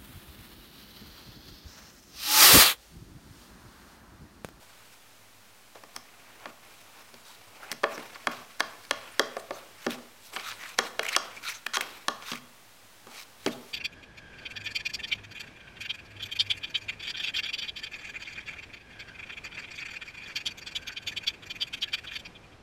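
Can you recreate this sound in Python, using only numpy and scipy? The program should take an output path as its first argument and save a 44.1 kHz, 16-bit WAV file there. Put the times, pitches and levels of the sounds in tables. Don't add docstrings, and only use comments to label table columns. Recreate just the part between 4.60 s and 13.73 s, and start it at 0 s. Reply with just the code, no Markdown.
import sys
import numpy as np
from scipy import signal
from scipy.fft import rfft, irfft
from scipy.io import wavfile
from scipy.ndimage import uniform_filter1d

SR = 44100
rng = np.random.default_rng(int(sys.argv[2]) if len(sys.argv) > 2 else 0)


def pcm_store(signal):
    levels = np.round(np.clip(np.atleast_2d(signal), -1, 1) * 32767)
    wavfile.write(sys.argv[1], SR, levels.astype(np.int16).T)


def invert_db(x):
    u = np.asarray(x, float) / 20
    return 10 ** u


N = 402633
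TOP_HZ = 15850

# pitch_hz, level_db, t60_s
BODY_MODES = [(387, 1.5, 0.096), (440.7, 3.5, 0.1), (565, 14.5, 0.037), (648, 2, 0.097)]
# pitch_hz, width_hz, level_db
GRIT_BANDS = [(3360, 580, -0.5), (3900, 570, 2.5), (4570, 630, 0), (5320, 610, -1), (6060, 770, -2)]
# pitch_hz, width_hz, level_db
FINE_BANDS = [(7180, 950, -3.5), (8000, 700, -3.5), (9100, 880, -6), (10120, 720, -5), (12100, 1400, -5.5),
              (14500, 2300, -8.5)]


def unit(x):
    return x / np.sqrt(np.mean(x ** 2))


def resonate(x, hz, width):
    return signal.lfilter(*signal.iirpeak(hz, hz / width, fs=SR), x)


def band(x, lo_hz, hi_hz):
    return signal.sosfilt(signal.butter(2, [lo_hz, hi_hz], "band", fs=SR, output="sos"), x)


def walk(rate):
    hold = int(SR / rate)
    steps = np.repeat(rng.standard_normal(N // hold + 1), hold)
    return 2.24 * uniform_filter1d(uniform_filter1d(steps, hold), hold)[:N]


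def onset(t, rise_ms):
    return 1 - np.exp(-(1000 * t / rise_ms) ** 2)


def swell(t, ms):
    return np.exp(-(1000 * t / ms) ** 2)


def ring(modes, t, chance, crack_db, crack_s):
    hz, db, t60 = np.array(modes).T[:, :, None]
    full = len(t)
    t = t[:int(t60.max() * SR)]
    size, shift, phase = chance[:, :len(modes), None]
    turn = 2 * np.pi * hz * (1 + .005 * shift) * t + .3 * phase
    decay = np.exp(-np.log(1000) * t / t60)
    tones = np.sum(invert_db(db + size) * decay * np.sin(turn), axis=0)
    noise = band(rng.standard_normal(len(t)), .85 * hz.min(), min(1.15 * hz.max(), 12000))
    crack = unit(noise) * np.exp(-t / crack_s)
    y = tones + invert_db(crack_db) * crack
    return np.pad(y / np.abs(y).max(), (0, full - len(t)))


def room_tone():
    # pitch_hz, level_db (per Hz)
    air = [(26, -15), (45, 2), (70, -46), (83, -7.5), (101, 4.5), (126, -9.5), (206, -3.5), (328, -7.5),
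           (591, -5), (668, -5), (1740, -6.5), (2330, -7.5), (2640, -7.5), (15800, -17.5)]
    # pitch_hz, width_hz, level_db
    fridge = [(40.3, 5, -112), (103, 6.4, -76.5)]
    hz = np.maximum(np.arange(N // 2 + 1) * SR / N, 1)
    air_hz, air_db = np.transpose(air)
    shape = invert_db(np.interp(np.log(hz), np.log(air_hz), air_db)) * (hz < TOP_HZ) * (hz > 36)
    hiss = unit(irfft(rfft(rng.standard_normal(N)) * shape, N))
    hum = sum(invert_db(db) * unit(resonate(rng.standard_normal(N), f, width)) for f, width, db in fridge)
    return invert_db(-56 + .5 * walk(0.36)) * hiss + hum


def kitchen(x):
    # pitch_hz, t60_s, level_db
    echo = [(168, 0.44, -30), (280, 0.57, -48), (530, 0.59, -40), (1060, 0.55, -40), (2400, 0.51, -43),
            (5100, 0.36, -41.5), (9700, 0.038, -25)]
    t = np.arange(SR * 3 // 4) / SR
    tail = 0
    for hz, t60, db in echo:
        noise = band(rng.standard_normal(len(t)), hz / 1.37, hz * 1.413)
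        tail = tail + invert_db(db) * noise * np.exp(-np.log(1000) * t / t60)
    first_walls = np.clip((t - .006) / .014, 0, 1)
    return signal.fftconvolve(x, tail * first_walls)[:N]


def whines():
    whine_s = [2.70, 3.04, 3.35, 3.55, 4.525, 4.795, 4.795, 4.95, 4.94, 5.33, 5.75, 5.77, 5.80, 5.87, 5.875,
               5.885, 6.02, 6.02, 6.451, 6.466, 6.49, 6.535, 6.775, 6.87, 6.87, 6.878, 6.885, 6.9, 6.955,
               7.147, 7.15, 7.15, 7.665, 7.69, 8.925]
    # peak_db, pitch_hz, length_ms
    whine_tones = [(-54.5, 960, 25), (-47, 1450, 16), (-46, 5600, 13), (-45.5, 4600, 5), (-57, 9500, 12),
                   (-57, 8500, 19), (-62, 10000, 15), (-54, 6200, 15), (-55, 4300, 22), (-45.5, 3050, 15),
                   (-50, 8000, 12), (-38, 3000, 4.4), (-42, 2300, 17), (-46, 1280, 24), (-51.5, 6300, 33),
                   (-45, 3780, 48), (-49, 1930, 22), (-55.5, 6100, 27), (-43, 5800, 3.7), (-44, 7100, 2),
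                   (-35, 6500, 3.3), (-37.5, 4060, 10), (-44, 2380, 9.2), (-40, 1386, 27), (-55, 12300, 15),
                   (-37, 4100, 16), (-37.5, 2420, 26), (-51, 11200, 10), (-47, 6240, 21), (-36, 1400, 11),
                   (-36, 6300, 7.5), (-44, 9700, 10), (-46, 2440, 14), (-46, 3600, 40), (-45.5, 3600, 12)]
    half = SR // 10
    out, t = np.zeros(N), np.arange(-half, half) / SR
    for s, (db, hz, ms) in zip(whine_s, whine_tones):
        width = .14 * hz
        tone = unit(resonate(resonate(rng.standard_normal(len(t)), hz, width), hz, 2 * width))
        i = int(s * SR) - half
        out[i:i + len(t)] += invert_db(db) * swell(t, ms) * tone
    return out * invert_db(1.5 * np.tanh(walk(200)))


def slips():
    # start_s (loudest moment), peak_db, pitch_hz, grit_db (re peak), length_ms
    slip_events = [(3.128, -29.5, 1800, -5, 2.2), (3.037, -45, 1390, -5, 19), (4, -31, 1600, -2, 3.9),
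                   (1.176, -66, 6000, 16, .4), (1.8, -65, 6000, 20, .4), (5.308, -33, 3500, 4, 1.3),
                   (6.577, -43, 2500, -7, 1.5), (8.878, -34, 2300, -5, 10.4), (9.1, -63, 2400, 8, 44),
                   (6.058, -37, 1760, -17, 13), (6.2, -32, 1960, -14, 12), (6.433, -24, 1860, -9, 3.7),
                   (6.449, -31, 1700, -7.5, 3.6), (6.454, -25, 2000, -12, 2.7),
                   (6.466, -21, 2240, -10, 1.6), (6.482, -39, 2800, -15, 2.2), (6.49, -26, 2760, -9, 8.9),
                   (6.531, -27, 2070, -8, 6.2), (6.546, -30, 2100, -20, 1.9),
                   (6.553, -20.5, 2420, -19, 3.1), (6.839, -33, 2400, -16, 1.83),
                   (6.896, -33, 2300, -2, 7.6), (7.757, -38, 2300, 1, 3), (3.121, -42, 2500, 8.5, 4.5),
                   (5.737, -40, 2900, 0, 3), (7.212, -26, 2300, -2, 3.8), (7.698, -40, 2700, -5, 3),
                   (7.722, -29, 2700, -7, 2.2), (4.799, -49, 2200, 4.5, 4.6), (7.066, -24, 2450, -6, 2.4),
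                   (6.488, -27, 2100, -4, 1.1), (6.492, -24, 2200, -7, 1.3), (7.183, -34, 1500, -1, 2),
                   (6.86, -37, 1900, -9, 3), (6.925, -38, 2300, -3, 4)]
    half = SR // 40
    out, t = np.zeros(N), np.arange(-half, half) / SR
    for s, db, hz, grit_db, ms in slip_events:
        chatter = rng.standard_normal(len(t))
        tone = unit(resonate(resonate(chatter, hz, 1200), hz, 1200))
        grit = 0
        for f, width, level_db in GRIT_BANDS + FINE_BANDS:
            gain = invert_db(level_db - f / 2500 + 2.3 * rng.standard_normal())
            grit = grit + gain * resonate(chatter, f, width)
        i = int(s * SR) - half
        out[i:i + len(t)] += invert_db(db - 3.5) * swell(t, ms) * (tone + invert_db(grit_db) * unit(grit))
    return out


def drive_levels(drag_db, push_db, grit_db):
    fine_db = grit_db - 4.5 - 0.2 * (drag_db + 46.0)
    return invert_db(drag_db + np.array([0, push_db, grit_db, fine_db]))[:, None]


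def pressure():
    # hardest_s, swell_ms (before), ease_ms (after), drag_db, grit_db (re drag)
    sweeps = [(.34, 90, 12, -62, 0), (2.67, 14, 83, -54, 2.5), (3.554, 7.2, 6.4, -39.5, -8),
              (3.64, 53, 22, -54, -4), (3.904, 28, 92, -54.5, -5), (4.24, 70, 76, -53, -3.5),
              (4.575, 93, 8.2, -62, -6), (5.257, 73, 6.4, -47, -1.5), (5.319, 23, 26.6, -37, -3),
              (5.67, 64, 36, -56.5, 4.5), (5.749, 19, 67, -46.5, 0.5), (5.87, 43, 57, -41, -4),
              (6.095, 290, 48, -46, -4), (6.185, 4.9, 3, -35.5, 1), (6.273, 50, 6.7, -38.5, -7),
              (6.545, 91, 25, -36, -7.5), (6.766, 18, 20, -51, 0), (6.885, 56, 34.4, -38, 0),
              (6.945, 27, 44, -45.5, -2.5), (7.157, 19, 6.5, -28.5, -1.5), (7.378, 62, 15, -46, -10),
              (7.704, 87, 73, -40, -4), (8.582, 81, 47, -44.5, -0.5), (8.853, 55, 4.4, -50.5, 0),
              (8.921, 12, 15, -44.5, 1)]
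    # start_s, drag_db, fall_s (per 20 dB), push_db, grit_db (both re drag)
    slides = [(.014, -59, 0.25, -1, -3), (.09, -60, 1, -9, -3.5), (1.155, -51, 0.05, 2.5, -5.5),
              (1.358, -71, -0.1, 7, -4), (1.37, -52, -0.05, -3, -1), (1.9, -52.5, -0.7, 0, -13),
              (2.03, -58, 3.1, -2.5, -3.5), (2.542, -75, -1.5, 2, -5), (3.113, -47, -0.2, 2.5, -10),
              (3.3, -46, 0.5, -1, -6), (3.718, -40.5, 0.11, -7, -5.5), (3.345, -67, 0.02, -15, 7),
              (4.05, -54.5, 0.26, 6, -2), (4.36, -49.5, 1, -10, -7.5), (4.95, -56, 0.33, 4, -3),
              (5.3, -57, 0.24, 5, -1), (5.725, -57, 0.63, 7, 3), (6.23, -50.5, 0.18, 8.5, 1),
              (6.428, -53.5, 0.46, 4, -1), (6.62, -47, 0.4, -7, -14), (7.222, -45.5, 0.28, -1.5, -5.5),
              (7.72, -70, -1, -8, 1), (8.483, -59.5, 0.38, 6.5, -6), (8.905, -62.5, 5, 3, 2)]
    t = np.arange(N) / SR
    sweep_gain, slide_gain = np.zeros((2, 4, N))
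    for top, swell_ms, ease_ms, db, grit_db in sweeps:
        start, end = top - swell_ms / 1000, top + ease_ms / 1000
        i = slice(int((start - .006) * SR), int((end + .015) * SR))
        fade = np.clip(np.minimum((t[i] - start) / .006, (end - t[i]) / .015) + 1, 0, 1)
        arc = invert_db(-np.interp(t[i], [start, top, end], [11.5, 0, 7]))
        sweep_gain[:, i] += drive_levels(db, -26.5, grit_db) * fade * arc
    for s, db, span, push_db, grit_db in slides:
        age = (t - s) * np.sign(span)
        i = (age > -.01) & (age < 2 * abs(span))
        fade = np.minimum(age[i] / .01 + 1, 1)
        slide_gain[:, i] += drive_levels(db, push_db, grit_db) * fade * invert_db(-20 * age[i] / abs(span))
    return sweep_gain, slide_gain


def scrape():
    # pitch_hz, width_hz, level_db
    push_bands = [(404, 390, -4), (810, 590, -2)]
    # pitch_hz, width_hz, level_db
    drag_bands = [(1127, 430, -3), (1420, 260, 0), (1790, 920, -3), (2310, 510, 1), (2820, 680, -4.5)]
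    crushed = rng.random(N) < 3000 / SR
    grain_size = invert_db(1.5 * np.minimum(rng.exponential(size=N), 4))
    grains = crushed * grain_size * rng.standard_normal(N)
    stick_slip = invert_db(1.1 * walk(300) + .3 * walk(80))
    rub = unit(stick_slip * (unit(grains) + 1.2 * rng.standard_normal(N)))
    sift = unit(invert_db(1.2 * walk(150)) * rng.standard_normal(N))
    out = 0
    bodies = (drag_bands, push_bands, GRIT_BANDS, FINE_BANDS)
    for sweep, slide, body in zip(*pressure(), bodies):
        drive = sweep * rub + slide * sift
        gain = np.sqrt(sum(width * invert_db(2 * db) for hz, width, db in body) / SR)
        for hz, width, db in body:
            wander = invert_db(db + 3 * np.tanh(walk(50)) + 1.5 * np.tanh(walk(12)))
            own_grains = drive * rng.choice([-1, 1], N)
            tone = resonate(resonate(own_grains, hz, 1.5 * width), hz, 1.5 * width)
            out = out + wander * tone / gain
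    return invert_db(-5.5) * out + slips() + whines()


def thuds():
    # start_s, counter_db, body_db (peaks)
    thud_events = [(1.153, -62, -35), (1.233, -58, -38), (1.36, -41, -42), (1.854, -38.5, -30),
                   (2.536, -46, -41), (3.113, -35.5, -29), (3.232, -30, -16.5), (3.237, -58, -14),
                   (3.375, -31, -32), (3.668, -26, -32), (4.002, -43, -28), (4.307, -32, -20.5),
                   (4.593, -27.5, -13.5), (4.765, -53, -19), (4.905, -51, -18), (5.263, -17.5, -12.5),
                   (6.184, -31, -21.5), (6.39, -37, -18.5), (6.561, -37, -24), (6.768, -43.5, -44),
                   (7.063, -40.5, -40), (7.169, -43, -23), (7.206, -54, -32), (7.479, -32, -46),
                   (7.716, -27, -52), (8.465, -45, -41), (8.86, -14.5, -13)]
    # pitch_hz, level_db, t60_s
    counter_modes = [(111, -29, 0.13), (183, -19, 0.17), (210, -12.5, 0.1), (240.6, 1, 0.13),
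                     (305, -2, 0.15), (386.6, 0.5, 0.08)]
    out, t = np.zeros(N + SR), np.arange(SR // 5) / SR
    chance = rng.standard_normal((len(thud_events), 2, 3, 8))
    for (s, db, body_db), c in zip(thud_events, chance):
        y = invert_db(db) * ring(counter_modes, t, c[0], crack_db=-7.5, crack_s=0.0097)
        y = y + invert_db(body_db) * ring(BODY_MODES, t, c[1], crack_db=8.0, crack_s=0.011)
        i = int((s + 0.0015) * SR)
        out[i:i + len(t)] += onset(t, 1.3) * y
    return signal.sosfilt(signal.butter(4, 85, "high", fs=SR, output="sos"), out[:N])


def knocks():
    # side_db, rim_db, edge_db
    blows = [(1.856, -24.5, -5, -8, -31), (3.233, -15.5, -27, -10, -20), (3.239, -9.5, -2.5, -8, -48),
             (3.67, -11, -3.5, -3.5, -15.5), (4.004, -12.5, 0.5, 0, -13), (4.309, -15.5, 2.5, 5, -7),
             (4.594, -9, -2.5, -1.5, -7.5), (4.767, -22.5, -8, -17, -17), (4.907, -23.5, -2.5, -11, -21),
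             (5.265, -17.5, -3.5, -4.5, -14), (5.762, -27.5, 3.5, 3, -13), (5.767, -19.5, -11, -7, -32),
             (6.187, -10, -3, 2, -7.5), (6.393, -23.5, 5.5, 9, -4.5), (6.563, -9, -6.5, -0.5, -5),
             (7.169, -14, -6.5, 0.5, -11), (7.208, -27.5, 2, 7, -2), (7.482, -10, -6.5, -1.5, -11),
             (7.716, -25, -11, 4, -23), (8.862, -17.5, -5.5, 3.5, -10.5)]
    # side_db, rim_db, edge_db
    ticks = [(1.154, -41, -7, -8, -13), (1.236, -35, -7, -12, -13), (1.362, -30, 0, 2, 4),
             (2.357, -47, -4, -26, -15), (2.405, -40.5, -6, -13.5, -20), (2.541, -44, -2, 4, -6),
             (2.652, -44, -41, 1, -7), (3.115, -32.5, 6.5, 11.5, 8.5), (3.378, -29, -2, -19, -12),
             (3.557, -30, -5, -24.5, -29), (5.796, -35.5, 1.5, 7, -32), (5.914, -44.5, 6.5, 18.5, -7),
             (5.922, -38.5, 9, -7, -14), (6.035, -33.5, 2, -1, -16), (6.766, -45.5, 5, 3, -4),
             (7.065, -34, 12, 10.5, -0.5), (7.135, -36.5, 6, 17, -4), (7.154, -37, -15, 10.5, 2),
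             (7.623, -32, -5, 0, -28), (7.732, -24.5, -4.5, -1, -15), (8.469, -34, -19, -7, -18)]
    # pitch_hz, level_db, t60_s
    wall_modes = [(789, -8, 0.062), (910, -20, 0.051), (986, -16, 0.05), (1123, 2.5, 0.028),
                  (1154, -11.5, .05), (1209, -6, 0.071), (1444, -8, 0.051), (1130, -30, .5)]
    side_modes = [(1570, -2.5, 0.0097), (1739, -5, 0.019), (2135, -4, 0.012), (2373, -6, 0.0057)]
    rim_modes = [(2934, -2, 0.0088), (3274, -1.5, 0.016), (3936, -6.5, 0.016), (4370, -8, 0.014),
                 (4667, -5.5, 0.01), (1770, -35.5, 0.31), (4130, -38.5, 0.46)]
    edge_modes = [(4840, -5, 0.013), (5440, 3.5, 0.0064), (6080, -6.5, 0.01), (8000, -12, 0.011),
                  (9100, -6, 0.0058), (9900, -11.5, 0.0062), (12000, -13, .004), (14600, -19, .004)]
    out, t = np.zeros(N + SR), np.arange(SR // 3) / SR
    chance = rng.standard_normal((len(blows + ticks), 5, 3, 8))
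    for (s, wall_db, side_db, rim_db, edge_db), c in zip(blows + ticks, chance):
        y = onset(t, .55) * ring(wall_modes, t, c[0], crack_db=-10, crack_s=.003)
        y = y + invert_db(-9) * onset(t, 1.4) * ring(BODY_MODES, t, c[1], crack_db=-6, crack_s=.005)
        y = y + invert_db(side_db + 11) * onset(t, .3) * ring(side_modes, t, c[2], crack_db=-11, crack_s=.002)
        y = y + invert_db(rim_db + 6) * onset(t, .12) * ring(rim_modes, t, c[3], crack_db=-8, crack_s=.0014)
        y = y + invert_db(edge_db + 12) * onset(t, .07) * ring(edge_modes, t, c[4], crack_db=-6, crack_s=.001)
        i = int((s + 0.000924) * SR)
        out[i:i + len(t)] += invert_db(wall_db) * y
    return signal.sosfilt(signal.butter(4, [200, 15500], "band", fs=SR, output="sos"), out[:N])


def scene():
    hits = knocks() + thuds()
    rub = scrape()
    top_cut = signal.ellip(10, .2, 60, TOP_HZ, fs=SR, output="sos")
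    steady = signal.sosfilt(top_cut, rub + kitchen(hits + rub / 2))
    return (hits + steady + room_tone())[None, :]


def roll_off(x):
    return signal.sosfilt(signal.butter(12, 16990, fs=SR, output="sos"), x)


def record(dry):
    mix = dry + .001
    return roll_off(mix)


dry = scene()
out = record(dry)
pcm_store(out)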